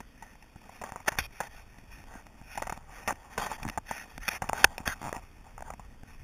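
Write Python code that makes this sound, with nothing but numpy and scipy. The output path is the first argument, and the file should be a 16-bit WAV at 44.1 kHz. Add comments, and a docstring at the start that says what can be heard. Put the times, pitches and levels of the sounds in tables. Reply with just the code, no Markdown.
"""A small camera in a plastic housing is carried behind a walker over gravel and dry grass.
From the start fingers rub and knock the housing, which rings in short modes, over wind and open air.
Strokes and scuffs join in, jolts of the walk push air at the port, and some knocks bring a low swing.
Near five seconds the plastic creaks in a run of small knocks, and the handling then thins out.
All of it is overloaded, sampled at a telephone rate and held in steps, which mirrors it up the treble."""
import sys
import numpy as np
from scipy import signal
from scipy.fft import rfft, irfft
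from scipy.io import wavfile
from scipy.ndimage import uniform_filter1d

SR = 44100
rng = np.random.default_rng(int(sys.argv[2]) if len(sys.argv) > 2 else 0)


def transcribe(signal):
    """Save signal, clipped to [-1, 1], as a 16-bit WAV file at the path in sys.argv[1]."""
    frames = np.atleast_2d(signal).T
    limited = np.clip(frames, -1, 1)
    pcm = np.round(limited * 32767).astype(np.int16)
    wavfile.write(sys.argv[1], SR, pcm)


N = 274749

# Levels in the tables are those of the sources, ahead of the overload in record().
# modes of the housing, from bass to treble: centre_hz, width_hz (before damping), relative level_db
THUMP_MODES = [(111, 97, -1), (237.4, 124, 9.5), (422, 190, -7.5)]
DULL_MODES = [(590, 280, -10), (801, 130, 3.5), (900, 118, 7.5), (1116, 580, 15.5)]
BRIGHT_MODES = [(1550, 170, 3), (1856, 173, 2.5), (2200, 490, 3), (2460, 130, -4.5), (3294, 280, 1.5),
                (3638, 180, -2)]

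# fingers resting on the housing, joined by straight lines: time_s, drag_db, scratch_db
RESTING = [(0, -80, -61.5), (.4, -70, -66.5), (.8, -65, -58.5), (1.05, -65, -64), (1.7, -67, -63),
           (2.1, -68, -62.5), (2.25, -63.5, -68.5), (2.5, -63, -59.5), (2.85, -60, -68), (3.3, -57.5, -63),
           (3.83, -69, -66.5), (4.4, -66, -68.5), (5.0, -58, -60), (5.3, -67.5, -64.5), (6.23, -71, -67.5)]
REST_HZ = 2240  # centre of the resting scratch

# strokes that swell and sink: start_s, length_s, drag_db (dull modes), scratch_db (bright modes),
# scratch_centre_hz
STROKES = [(0.62, .06, -56.5, -60, 2000), (0.70, 0.09, -57, -55, 2360), (1.058, 0.04, -43, -44.5, 1880),
           (1.074, .02, -27.5, -25, 1860), (1.095, .07, -44.5, -48, 1900), (1.165, 0.027, -44, -47.5, 2000),
           (1.21, .062, -49, -42.5, 2500), (1.31, 0.13, -61, -52, 2460), (1.425, 0.063, -49, -50, 1880),
           (1.5, 0.14, -56, -53, 2170), (1.88, 0.16, -61, -54.5, 2450), (2.06, 0.17, -50, -52.5, 1680),
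           (2.46, 0.17, -57.5, -49.5, 2410), (2.88, 0.21, -52, -51.5, 1980), (3.19, 0.091, -62, -60, 1900),
           (3.295, 0.098, -51.5, -53, 1910), (3.4, .1, -40.5, -40.5, 1870), (3.48, 0.093, -41.5, -42, 2100),
           (3.85, 0.21, -49.5, -42.5, 2040), (4.03, 0.11, -53, -55.5, 2200), (4.12, .07, -59, -58, 2100),
           (4.2, 0.12, -57, -44, 2120), (4.285, 0.1, -40, -38, 2080), (4.55, 0.1, -40.5, -38, 1950),
           (4.68, 0.1, -48.5, -54, 1910), (4.81, 0.048, -53, -56, 2000), (4.853, 0.043, -39.5, -33.5, 1900),
           (4.985, .14, -47, -50, 2600), (5.13, 0.071, -44, -51, 2300), (5.44, 0.089, -56, -66.5, 2096),
           (5.63, 0.12, -47.5, -57, 1600), (6.05, 0.12, -61, -58.5, 2400)]
LATE_PEAK, SWELL = 1.065, 0.7  # exponents: lateness of the peak, fullness of the swell

# scuffs that start at once and fade: start_s, length_s, drag_db, scratch_db, scratch_centre_hz
SCUFFS = [(0.225, 0.12, -58, -58, 1890), (0.838, 0.071, -44, -47.5, 1870), (0.921, .1, -50, -61, 1833),
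          (1.188, .03, -41, -32.5, 2530), (1.405, 0.04, -39, -39.5, 1830), (2.62, 0.079, -50, -47, 1844),
          (2.7, 0.081, -49, -50.5, 1964), (3.078, 0.054, -29, -35.5, 1727), (3.38, 0.1, -34.5, -37, 1550),
          (3.58, 0.19, -50, -52.5, 2000), (4.425, 0.28, -47.5, -53.5, 1806),
          (4.535, .05, -38.5, -40.5, 1750), (4.65, .035, -44, -53, 1800), (4.782, .04, -42.5, -47.5, 2110),
          (4.882, 0.062, -46, -33, 1597), (5.8, 0.064, -57.5, -63.5, 1950)]
SCUFF_RISE_S, SCUFF_FADE_DB, LIFT_S = 0.0043, -6.5, 0.0065  # onset, fade over the length, release

# shaking of the thump modes: floor, and level relative to the drag
REST_SHAKE_DB, SHAKE_UNDER_DB = -65, -14.5

# spectra of the wind and of the open air: frequency_hz, relative density_db (per Hz)
WIND_SPECTRUM = [(8, -29), (18, 6), (50, 0.5), (92, -6.5), (140, -10.5), (400, -39.5), (1000, -60)]
AIR_SPECTRUM = [(100, -9.5), (450, 0), (2600, -10.5), (3000, -10.5), (3600, -10), (5000, -30)]
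AIR_DB = -64.5  # rms of the open air

# steady level of the wind at the port, joined by straight lines: time_s, level_db
WIND_LEVEL = [(0.0, -55.5), (0.71, -57.5), (1.3, -53.5), (1.75, -53.5), (1.99, -51.5), (2.36, -55.5),
              (2.64, -49), (3.35, -56.5), (3.57, -50), (3.95, -56.5), (4.75, -51.5), (5.38, -53),
              (5.71, -48), (5.9, -56.5), (6.09, -54), (6.23, -46)]

# jolts of the carrier's walk that push air at the port: peak_s, level_db (added as power)
JOLTS = [(1.2, -42.5), (1.96, -50), (2.59, -51), (3.1, -51), (3.4, -48), (3.64, -39), (4.19, -44),
         (4.5, -43.5), (4.65, -41.5), (4.89, -47), (5.2, -52), (5.86, -48)]
JOLT_RISE_S, JOLT_FALL_S = 0.025, 0.042  # distance from the peak at which the power is 1/e

# knocks: start_s, dull_peak_db, bright_peak_db, thump_peak_db, rattle_ms (decay to 1/e)
KNOCKS = [(0.004, -31, -34.5, -36, 9.1), (0.2236, -32.5, -37, -48, 7.1), (0.353, -46.5, -52, -55, 3.2),
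          (0.425, -48, -43, -55, 4), (0.5586, -40.5, -61, -36, 5.4), (0.6926, -37, -47, -47, 4.7),
          (0.815, -30, -33, -46, 10), (0.8378, -26, -42, -42, 4.1), (0.9213, -25.5, -32, -34, 1.4),
          (0.9598, -24.5, -40, -43, 5), (1.0011, -37.5, -43, -50, 9), (1.0821, -20.5, -24, -46, 6.4),
          (1.12, -31, -28.5, -34.5, 7.4), (1.1546, -32.5, -46, -52, 3.9), (1.1868, -21, -9.5, -32.5, 3.4),
          (1.4038, -20, -25, -49, 7.6), (1.785, -46, -41.5, -41.5, 3.3), (2.04, -41.5, -41.5, -56, 2),
          (2.155, -48, -52, -36.5, 3.7), (2.2675, -37.5, -37.5, -46, 1.9), (2.4136, -41, -48, -37, 4.7),
          (2.5545, -36, -30, -43, 3.7), (2.5759, -22, -25.5, -46, 7.4), (2.5996, -34, -53, -53, 2.5),
          (2.621, -18, -24, -43, 6.7), (2.6702, -26, -30.5, -44, 6.2), (2.6964, -22.5, -27.5, -44, 5.6),
          (2.724, -21, -30.5, -37, 5.2), (2.774, -34.5, -35, -39.5, 4.9), (3.0767, -18.5, -17.5, -41, 6.8),
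          (3.157, -51, -41, -52, 3), (3.3782, -16.5, -17.5, -36, 5.2), (3.3977, -22.5, -41, -36, 2.6),
          (3.5157, -24, -48, -40.5, 5.4), (3.6303, -35, -26.5, -42, 3.6), (3.6516, -24, -35, -24.5, 1),
          (3.665, -36, -53, -26, 1.3), (3.6792, -34, -29, -35, 2.8), (3.6875, -31, -23.5, -34, 3),
          (3.6981, -34, -22.5, -35, 2), (3.7757, -18.5, -29, -29, 8.3), (3.912, -18, -24, -32, 0.5),
          (4.179, -30, -25, -37, 2.9), (4.2807, -36, -13.5, -40, 2), (4.2858, -35, -13, -40, 3.8),
          (4.4205, -19.5, -24.5, -30.5, 8), (4.442, -27.5, -45, -34, 4.1),
          (4.4908, -29.5, -23.5, -32.5, 4.8), (4.496, -15, -32, -48, 0.49), (4.5319, -13.5, -24, -32, 1.2),
          (4.6432, -2, 12.5, -40, 2.6), (4.6478, -11, -16, -40, 1.2), (4.781, -25.5, -19.5, -56, 0.6),
          (4.8025, -35, -41.5, -34, 1.4), (4.8767, -31, -10.5, -27, 2.2), (5.1279, -20, -29, -46.5, 2.5),
          (5.1656, -30, -29, -31, .6), (5.5797, -31, -44.5, -61, 2.1), (5.5919, -38, -50, -50, 1.6),
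          (5.6072, -30.5, -43, -61, 1.7), (5.623, -28.5, -39, -67, 4.3), (5.7038, -26, -40, -54, 2.6),
          (5.7369, -34, -39, -39.5, 4.5), (5.7961, -33.5, -47, -42, 3.7), (6.0333, -41.5, -44, -34.5, 3.3)]
KNOCK_HZ, HZ_PER_DB = 2000, 38  # a sharper knock favours higher modes

# low swings that come with some knocks: start_s, level_db (before the decay)
SWINGS = [(1.186, -29.5), (3.65, -36), (3.776, -42), (4.42, -42), (4.642, -23), (4.875, -29.5)]
SWING_HZ, SWING_WIDTH_HZ = 70, 26

SIDE_DB = -27  # gain of the low noise by which the channels differ


def gain_of(db):
    """Decibels express the logarithm of an amplitude ratio, inverted here."""
    return 10 ** (np.asarray(db) / 20)


def evened(x):
    """Division by the root mean square brings a signal to unit rms."""
    return x / np.sqrt(np.mean(x ** 2) + 1e-20)


def add(mix, start_s, sound):
    """Superposition: a sound is summed into the mix from its starting time."""
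    part = mix[round(start_s * SR):][:len(sound)]
    part += sound[:len(part)]


def curves(rows):
    """Linear interpolation joins each column of a table in time."""
    time_s, *columns = np.transpose(rows)
    return [np.interp(np.arange(N) / SR, time_s, column) for column in columns]


def coloured(spectrum):
    """Spectral shaping: white noise is weighted in frequency and brought to unit rms."""
    hz, db = np.transpose(spectrum)
    bins_hz = np.fft.rfftfreq(N, 1 / SR)
    weight = gain_of(np.interp(np.log(bins_hz + 1), np.log(hz), db))
    return evened(irfft(rfft(rng.standard_normal(N)) * weight, N))


def nearness_db(mode_hz, centre_hz):
    """Modal excitation: the place of contact favours the modes near one frequency."""
    return np.maximum(-45.0 * np.log2(mode_hz / centre_hz) ** 2, -9.0)


def ring(modes, grip_db=0.0, damping=1.0):
    """Impulse response: one click excites damped modes, each weighted by the grip."""
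    hz, width_hz, db = (column[:, None] for column in np.transpose(modes))
    t = np.arange(1500) / SR
    weight = gain_of(db + np.reshape(grip_db, (-1, 1))) * np.sqrt(width_hz)
    rise = 1 - np.exp(-1.5 * hz * t)  # a soft start keeps each mode out of the bass
    decay = np.exp(-np.pi * width_hz * damping * t)
    return (weight * rise * decay * np.sin(2 * np.pi * hz * t)).sum(0)


def contact():
    """Powers of independent contacts add: drag, scratch and the mean centre of the scratch."""
    drag, scratch = (gain_of(db) ** 2 for db in curves(RESTING))
    centre = scratch * REST_HZ  # weighted by power
    for rows, sudden in ((STROKES, False), (SCUFFS, True)):
        for start_s, length_s, drag_db, scratch_db, hz in rows:
            t = np.arange(0, length_s, 1 / SR)
            if sudden:
                shape = np.clip(np.minimum(t / SCUFF_RISE_S, (length_s - t) / LIFT_S), 0, 1)
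                shape = shape * gain_of(SCUFF_FADE_DB * t / length_s)
            else:
                shape = np.sin(np.pi * (t / length_s) ** LATE_PEAK) ** SWELL
            scratch_power = (gain_of(scratch_db) * shape) ** 2
            add(drag, start_s, (gain_of(drag_db) * shape) ** 2)
            add(scratch, start_s, scratch_power)
            add(centre, start_s, hz * scratch_power)
    return np.sqrt(drag), np.sqrt(scratch), centre / scratch


def grit(slips_per_s, spread_db):
    """Random point process: slips of skin or grit click in clumps, a few of them large."""
    clumps = gain_of(2.08 * evened(uniform_filter1d(rng.standard_normal(N), 300)))
    size = gain_of(spread_db * np.minimum(rng.exponential(1, N), 3))
    happens = rng.random(N) < slips_per_s / SR
    return evened(clumps * size * rng.standard_normal(N) * happens)


def rubbing(modes, slips, centre_hz=None):
    """Convolution of slips with the modes; as the grip shifts each mode swells and fades alone."""
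    out, power = np.zeros(N), 0
    for mode in modes:
        grip = evened(uniform_filter1d(rng.standard_normal(N // 256 + 1), 12))
        grip_db = 2.6 * np.interp(np.arange(N) / 256, np.arange(len(grip)), grip)
        lean_db = 0 if centre_hz is None else nearness_db(mode[0], centre_hz)
        ringing = signal.oaconvolve(slips, ring([mode]))[:N]
        out += gain_of(grip_db + lean_db) * ringing
        power += gain_of(mode[2] + lean_db) ** 2
    return evened(out / np.sqrt(power))  # the lean alters the colour, not the loudness


def air_push():
    """Incoherent sources add in power: the steady wind and a quick swell for each jolt."""
    t = np.arange(N) / SR
    power = gain_of(curves(WIND_LEVEL)[0]) ** 2
    for peak_s, db in JOLTS:
        width_s = np.where(t < peak_s, JOLT_RISE_S, JOLT_FALL_S)
        power = power + gain_of(db) ** 2 * np.exp(-((t - peak_s) / width_s) ** 2)
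    return np.sqrt(power)


def open_air():
    """Diffuse background: stationary noise with the spectrum of the open air."""
    return gain_of(AIR_DB) * coloured(AIR_SPECTRUM)


def knocks(rows, thump_damping=1.5):
    """Impact excitation: a first blow and a short dying rattle of clicks ring the housing."""
    out, t = np.zeros(N), np.arange(700) / SR
    chance = rng.standard_normal((len(rows), 3, 706))
    for (start_s, *levels_db, rattle_ms), draws in zip(rows, chance):
        sparse = abs(draws[1, :700]) > 2.1
        rattle = 0.83 * draws[0, :700] * sparse * np.exp(-(1000 * t / rattle_ms) ** 2)
        rattle[0] = -1  # the first blow
        sharpness_db = levels_db[1] - levels_db[0]
        centre_hz = np.clip(KNOCK_HZ + HZ_PER_DB * sharpness_db, 1550, 2600)
        leans_db = 0, nearness_db(np.transpose(BRIGHT_MODES)[0], centre_hz), 0
        dampings = 1.3, 2.2, thump_damping  # fingers choke the bright modes more than the dull
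        groups = DULL_MODES, BRIGHT_MODES, THUMP_MODES
        for modes, db, lean_db, damping, draw in zip(groups, levels_db, leans_db, dampings, draws):
            grip_db = lean_db + 2.5 * draw[700:][:len(modes)]
            sound = np.convolve(rattle, ring(modes, grip_db, damping))
            add(out, start_s, gain_of(db) * sound / abs(sound).max())
    return out


def ticks():
    """Uniform random scatter: rows of faint knocks at random moments, 14 per second."""
    start, *draws = rng.random((round(14 * N / SR), 4)).T
    levels_db = [-52 + 8 * (draw - 0.5) for draw in draws]
    return list(zip(start * N / SR, *levels_db, 1 + draws[0]))


def swings():
    """Damped oscillation: some knocks bring a low swing, a few dying cycles of deep bass."""
    out, t = np.zeros(N), np.arange(0, 0.15, 1 / SR)
    swing = np.exp(-np.pi * SWING_WIDTH_HZ * t) * np.sin(2 * np.pi * SWING_HZ * t)
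    for start_s, db in SWINGS:
        add(out, start_s, gain_of(db) * swing)
    return out


def creak(count=9):
    """Stick and slip of the plastic: rows of small knocks that speed up, slow again and grow."""
    start_s, slow_s, quick_s = 5.0165, 0.0132, 0.0067
    dull_db, growth_db, bright_db, thump_db, rattle_ms = -29, 5, -40, -33, 0.3
    u = (np.arange(count) + 0.5) / count
    gaps = slow_s - (slow_s - quick_s) * np.sin(np.pi * u) ** 2
    times = start_s + np.cumsum(gaps) - gaps
    return [(s, dull_db + growth_db * v, bright_db, thump_db, rattle_ms) for s, v in zip(times, u)]


def scene():
    """Superposition: handling, wind and open air in the mid; a faint low noise parts the channels."""
    drag, scratch, centre_hz = contact()
    shake = np.hypot(gain_of(REST_SHAKE_DB), gain_of(SHAKE_UNDER_DB) * drag)
    wind = air_push()
    slips = grit(2200, 1.4)
    mid = drag * rubbing(DULL_MODES, slips)
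    mid += scratch * rubbing(BRIGHT_MODES, 0.8 * slips + grit(7000, 0.62), centre_hz)
    mid += shake * rubbing(THUMP_MODES, slips + grit(900, 2.0))
    mid += wind * coloured(WIND_SPECTRUM) + open_air()
    mid += knocks(KNOCKS + ticks())
    mid += swings()
    mid += knocks(creak(), thump_damping=3.2)
    # the low noise follows the levels of the wind, the shaking and the drag
    side = wind * coloured(WIND_SPECTRUM)
    side += shake * rubbing(THUMP_MODES, grit(3000, 1.5))
    side += 0.4 * drag * rubbing(DULL_MODES[:2], grit(3000, 1.5))
    return mid + gain_of(SIDE_DB) * np.array([side, -side])


def top_cut(x):
    """Nothing passes above the cut-off."""
    return signal.sosfilt(signal.butter(12, 16480, fs=SR, output="sos"), x)


def record(dry):
    """Saturation, then sampling and holding: flat steps leave mirror images up the treble."""
    ceiling, held_rate, hold = 0.67, 8000, 6  # full-scale amplitude, samples per s, repeats per sample
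    bent = ceiling * np.tanh(dry / ceiling)
    low_pass = signal.firwin(161, 3700, fs=SR)
    narrow = signal.oaconvolve(bent, low_pass[None], "same")
    samples = signal.resample_poly(narrow, held_rate, SR, axis=1, window=("kaiser", 1.5))
    held = np.repeat(samples, hold, axis=1)
    steps = signal.resample_poly(held, SR, held_rate * hold, axis=1)
    steps = np.pad(steps, ((0, 0), (0, hold)))[:, 2:N + 2]  # moved two samples earlier
    band_limit = signal.firwin(39, 15200, window=("kaiser", 6), fs=SR)
    mix = signal.oaconvolve(steps, band_limit[None], "same")
    return top_cut(mix)


dry = scene()
out = record(dry)
transcribe(out)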